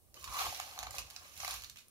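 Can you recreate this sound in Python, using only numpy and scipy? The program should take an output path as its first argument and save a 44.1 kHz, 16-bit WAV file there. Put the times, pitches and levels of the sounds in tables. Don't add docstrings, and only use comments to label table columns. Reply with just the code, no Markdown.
import sys
import numpy as np
from scipy import signal
from scipy.fft import rfft, irfft
from scipy.io import wavfile
from scipy.ndimage import uniform_filter1d, map_coordinates

SR = 44100
rng = np.random.default_rng(int(sys.argv[2]) if len(sys.argv) > 2 else 0)


def file_out(sig):
    cols = np.atleast_2d(sig).T
    lim = np.clip(cols, -1, 1)
    pcm = np.round(lim * 32767).astype(np.int16)
    wavfile.write(sys.argv[1], SR, pcm)


N = 83790

# time in seconds, level in dB.
CRUSH_LEVELS = [(.135, -80.5), (.15, -65), (.2, -58), (.29, -56.5), (.34, -45), (.405, -41), (.47, -44.5),
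                (.52, -49.5), (.58, -49), (.63, -54), (.76, -55.5), (.84, -58), (.89, -65), (.96, -47),
                (1.01, -70), (1.06, -62), (1.2, -61.5), (1.26, -59), (1.33, -60.5), (1.39, -52),
                (1.46, -46.5), (1.54, -46.5), (1.6, -56.5), (1.66, -62), (1.74, -72.5), (1.8, -61),
                (1.85, -76.5)]
FRACTURES_PER_S = 1700


def amp(db):
    return 10 ** (np.asarray(db) / 20)


def unit(x):
    return x / np.sqrt(np.mean(x ** 2) + 1e-20)


def read(points, hz):
    f, value = np.transpose(points)
    return np.interp(np.log(hz + 1), np.log(f), value)


def level(curve, column=1):
    rows = np.array(curve)
    return amp(np.interp(np.arange(N) / SR, rows[:, 0], rows[:, column]))


def add(mix, start, sound):
    part = mix[max(round(start * SR), 0):][:len(sound)]
    part += sound[:len(part)]


def colour(x, db_at, size=4096):
    log_gain = np.log(amp(db_at(abs(np.fft.fftfreq(size, 1 / SR)))))
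    taps = np.fft.ifft(np.exp(np.conj(signal.hilbert(log_gain)))).real
    return signal.fftconvolve(x, taps[:size // 2])[:len(x)]


def high_pass(x, hz):
    return signal.sosfilt(signal.butter(2, hz, "high", fs=SR, output="sos"), x)


def resonance(x, hz, width_hz):
    return unit(colour(x, lambda f: -20 * np.log10(1 + (2 * (f - hz) / width_hz) ** 2)))


def noise(tone, size=4096):
    return unit(colour(rng.standard_normal(N), lambda f: read(tone, f), size))


def clicks(per_s, spread_db):
    sizes = amp(spread_db * np.minimum(rng.exponential(1, N), 4))
    return sizes * rng.choice([-1, 1], N) * (rng.random(N) < per_s / SR)


def room_noise():
    # frequency in Hz, level in dB.
    tone = [(25, -12.5), (60, -4.5), (120, -6.5), (220, -13), (500, -21), (1000, -32), (2500, -37.5),
            (7000, -29), (12000, -27.5), (16000, -27.5)]
    return amp(-66.5) * np.array([noise(tone), noise(tone)])


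def echoes(tail_db, size=20000):
    # frequency in Hz, seconds to fade by 60 dB.
    fade_times = [(150, 0.13), (1000, 0.25), (4000, 0.28), (14000, 0.16)]
    t = np.arange(size) / SR
    early, tail = rng.standard_normal((2, 2, size))
    hz, when, spectrum = signal.stft(tail, SR, nperseg=256)
    fade = amp(-60 * when / read(fade_times, hz)[:, None])
    tail = signal.istft(spectrum * fade, SR, nperseg=256)[1][:, :size]
    tail *= np.minimum(t / 0.0064, 1)
    early *= np.exp(-t / 0.0028)
    return (amp(tail_db) * unit(tail) + amp(-5.5) * unit(early)) / np.sqrt(size)


def room(x, tail_db, left_db, positions=5, cycle_s=0.045):
    out = np.array([np.zeros(N), x])
    place = positions * np.arange(N) / SR / cycle_s
    for k in range(positions):
        part = x * np.sin(np.pi / 2 * np.minimum((place - k) % positions, 2))
        out += signal.fftconvolve(part[None], echoes(tail_db), axes=1)[:, :N]
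    wander = unit(uniform_filter1d(uniform_filter1d(rng.standard_normal(N), size=1000), size=1000))
    delay_s = 0.00017 + 0.00005 * wander
    out[0] += amp(left_db) * map_coordinates(x, [np.arange(N) - SR * delay_s], order=3)
    return out


def handling():
    # time in seconds, level in dB.
    levels = [(0.0, -65.5), (0.084, -75.5), (0.296, -53), (0.396, -60.5), (0.492, -49.5), (0.522, -62.5),
              (0.74, -67), (0.852, -55.5), (1.052, -56.5), (1.148, -79), (1.18, -67.5), (1.312, -78),
              (1.402, -59.5), (1.586, -59.5), (1.878, -82), (1.9, -111)]
    # frequency in Hz, level in dB.
    tone = [(20, -34), (38, -18), (48, -16), (57, 4.5), (69, -4), (83, -3), (130, -16.5), (220, -27.5),
            (600, -33.5), (2000, -80)]
    middle, left, right = (noise(tone, size=16384) for _ in range(3))
    return amp(-0.5) * level(levels) * (middle + 0.62 * np.array([left, right]))


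def palm():
    # time in seconds, level in dB.
    levels = [(0.13, -80), (0.144, -63.5), (0.262, -74.5), (0.47, -54), (0.544, -67.5), (0.878, -68),
              (0.996, -59), (1.06, -73), (1.164, -78), (1.258, -65.5), (1.282, -75), (1.564, -69.5),
              (1.604, -80), (1.9, -87)]
    # frequency in Hz, level in dB.
    tone = [(100, -25.5), (230, -5.5), (420, -4), (560, 3.5), (660, -4.5), (900, -20), (3000, -57)]
    return amp(-2) * level(levels) * noise(tone)


def slide():
    # time in seconds, level in dB.
    levels = [(.15, -91), (.22, -66), (.255, -60.5), (.3, -54), (.35, -47.5), (.42, -46.5), (.465, -47.5),
              (.5, -72), (.55, -100)]
    slips = clicks(per_s=1700, spread_db=2.7)
    return level(levels) * resonance(slips, hz=1115, width_hz=250)


def wall_ring(notes, size=8192):
    t = np.arange(size) / SR
    return sum((-1) ** k * amp(db - 60 * t / fade_s) * np.sin(2 * np.pi * hz * t)
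               for k, (hz, db, fade_s) in enumerate(notes))


def bowl():
    # pitch in Hz, level in dB, seconds to fade 60 dB.
    wall_notes = [(732.4, -0.5, 0.023), (880, -0.5, 0.013), (1002, -2, 0.012), (1166, -1, .024),
                  (1290, -9, 0.039), (1596, -4.5, 0.018), (2280, -4.5, 0.016), (4150, -6, 0.022)]
    shell_notes = [(366, 2, 0.12), (494, -11, 0.38), (1154, -3, 0.13), (2994, 2.5, 0.15)]
    # time in seconds, level of the high notes in dB, level of the low notes in dB.
    scrapes = [(.135, -109, -87), (.16, -62, -67), (.22, -86, -93), (.26, -62, -81), (.3, -62.5, -70),
               (.36, -48.5, -57.5), (.42, -43.5, -49), (.48, -59, -62.5), (.57, -64, -63),
               (.74, -62, -62.5), (.83, -56.5, -54), (.9, -64.5, -62), (.99, -58, -66), (1.06, -68.5, -74),
               (1.16, -72, -68), (1.24, -61.5, -80.5), (1.36, -77, -80), (1.45, -54, -67),
               (1.53, -52, -57.5), (1.62, -69, -84), (1.72, -82, -98)]
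    # start in seconds, level in dB, extra level for the low notes in dB.
    knocks = [(0.241, -39, -42), (0.276, -32.5, -38), (0.356, -35.5, -12), (0.454, -32, -27),
              (0.466, -29, -6.5), (0.525, -37, -3), (0.598, -27, -10.5), (0.776, -33.5, -13),
              (0.789, -36, -4), (0.829, -31, -8.5), (0.868, -31, -13), (0.942, -36, -13.5),
              (0.982, -35.5, -13), (1.162, -50, -16), (1.4, -37.5, -21), (1.432, -37.5, -6),
              (1.446, -34.5, -12), (1.478, -34, -9)]
    low, high = wall_notes[:2], wall_notes[2:]
    out = np.zeros(N)
    for notes, column in (high, 1), (low, 2):
        ringing = signal.fftconvolve(clicks(per_s=1800, spread_db=2), wall_ring(notes))[:N]
        out += amp(0.5) * level(scrapes, column) * unit(ringing)
    for start, db, low_db in knocks:
        knock = wall_ring(high) + amp(low_db + 13) * wall_ring(low)
        add(out, start, amp(db - 7.5) * knock)
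    out = high_pass(out, hz=480)
    add(out, start=0.17, sound=amp(-60) * wall_ring(shell_notes))
    return out


def rasp():
    pressure = level(CRUSH_LEVELS) / amp(-40)
    grinding = resonance(clicks(FRACTURES_PER_S, spread_db=2), hz=3180, width_hz=3400)
    return amp(-45) * pressure ** 1.54 * grinding


def snaps(size=2048, rise_s=0.00025, ring_db=6, ring_width_hz=760):
    # start in seconds, level in dB, treble change in dB, decay in seconds, pitch in Hz.
    breaks = [(0.142, -47.5, 0, 0.0033, 5500), (.228, -47, 12, 0.0012, 6540),
              (0.2414, -39, 0.5, 0.0067, 4600), (0.2763, -36, -14, 0.0027, 5850),
              (.3895, -24, -33, 0.0041, 4070), (.526, -46, 7, 0.0019, 6800),
              (0.547, -31.5, -8, 0.0018, 6040), (0.6, -25.5, -4.5, 0.001, 7260),
              (0.6289, -34, -18, 0.0018, 6900), (0.675, -35.5, -21, 0.0021, 5400),
              (.7771, -50, -21, 0.001, 2200), (0.7898, -26, 2.5, 0.00054, 6000),
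              (0.804, -38, -25, 0.0057, 5600), (0.829, -28.5, -7, 0.0012, 5650),
              (0.834, -26, -8.5, 0.00078, 6300), (0.8684, -36.5, -9, 0.0028, 3460),
              (0.9074, -41, 3.5, 0.0028, 7350), (0.948, -46, 6.5, .002, 4300),
              (.983, -30.5, -1, 0.0041, 6500), (0.99, -37.5, 4.5, 0.0046, 4400),
              (1.1015, -38.5, 2.5, 0.0012, 5770), (1.1075, -40, 0, 0.0011, 5000),
              (1.1629, -32, -4, 0.0016, 4850), (1.376, -47.5, 9, 0.0027, 4300),
              (1.4011, -33.5, -7.5, 0.005, 5830), (1.447, -28, -1, 0.0017, 2540),
              (1.4784, -27.5, -1.5, 0.0015, 6300), (1.509, -32, 3, 0.0024, 4500),
              (1.541, -39, 13, 0.0011, 6360), (1.6206, -38.5, -1.5, 0.0018, 4300),
              (1.636, -41.5, 0, 0.0042, 4300), (1.645, -37, -1, 0.0016, 4200),
              (1.6978, -38.5, 2.5, 0.0016, 2680), (1.7593, -45, -1, 0.002, 2630),
              (1.7707, -43, -4, 0.0027, 2610), (1.784, -47.5, -2, .005, 4600),
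              (1.8832, -64, 24.5, 0.00071, 5700)]
    out, t = np.zeros(N), np.arange(size) / SR
    for start, db, treble_db, decay_s, hz in breaks:
        shape = np.minimum(t / rise_s, 1) * np.exp(-t / decay_s)
        burst = shape * rng.choice([-1, 1], size)
        ring = lambda f: ring_db / (1 + ((f - hz) / ring_width_hz) ** 2)
        treble = lambda f: treble_db * np.minimum(f / 8600, 1) ** 2
        add(out, start, amp(db + 1.5) * colour(burst, lambda f: ring(f) + treble(f)))
    return high_pass(out, hz=620)


def crumble(kinds=16, decay_s=0.00045):
    t = np.arange(256) / SR
    bursts = rng.standard_normal((kinds, len(t))) * np.exp(-t / decay_s)
    crackle = np.zeros(N)
    for burst in bursts:
        fractures = clicks(FRACTURES_PER_S / kinds, spread_db=3)
        crackle += signal.fftconvolve(fractures, unit(burst))[:N]
    rubbing = amp(-4) * rng.standard_normal(N)
    return amp(2) * level(CRUSH_LEVELS) * (unit(crackle) + rubbing)


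def noodles():
    # frequency in Hz, level in dB.
    tone = [(100, -25.5), (300, -19), (600, -4.5), (1200, -3), (1850, -3), (2500, 4), (3700, 0),
            (4150, 4.5), (4600, 1), (7200, 5), (8050, -8.5), (8800, -7), (11000, -3), (15500, -8)]
    return colour(crumble() + rasp() + snaps(), lambda f: read(tone, f))


def scene():
    crunch = noodles()
    background = room_noise()
    crunch = room(crunch, tail_db=-5, left_db=-5.5)
    plastic = room(bowl() + slide() + palm(), tail_db=-7, left_db=-1.5)
    return crunch + plastic + handling() + background


def record(dry):
    # frequency in Hz, gain in dB.
    left_tone = [(60, -6.5), (300, -3.5), (650, 0), (1200, 3), (2000, -.5), (4200, -2), (6100, -7),
                 (7300, -9.5), (8400, 5), (10800, 0.5), (15000, -1)]
    left, right = rfft(dry)
    shared = 0.62 * (np.fft.rfftfreq(N, 1 / SR) > 7200)
    left = irfft(shared * right + np.sqrt(1 - shared ** 2) * left, N)
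    left = colour(left, lambda f: read(left_tone, f))
    low_pass = signal.firwin(511, cutoff=15770, window=("kaiser", 9), fs=SR)
    return signal.oaconvolve(np.array([left, dry[1]]), low_pass[None], "same")


dry = scene()
out = record(dry)
file_out(out)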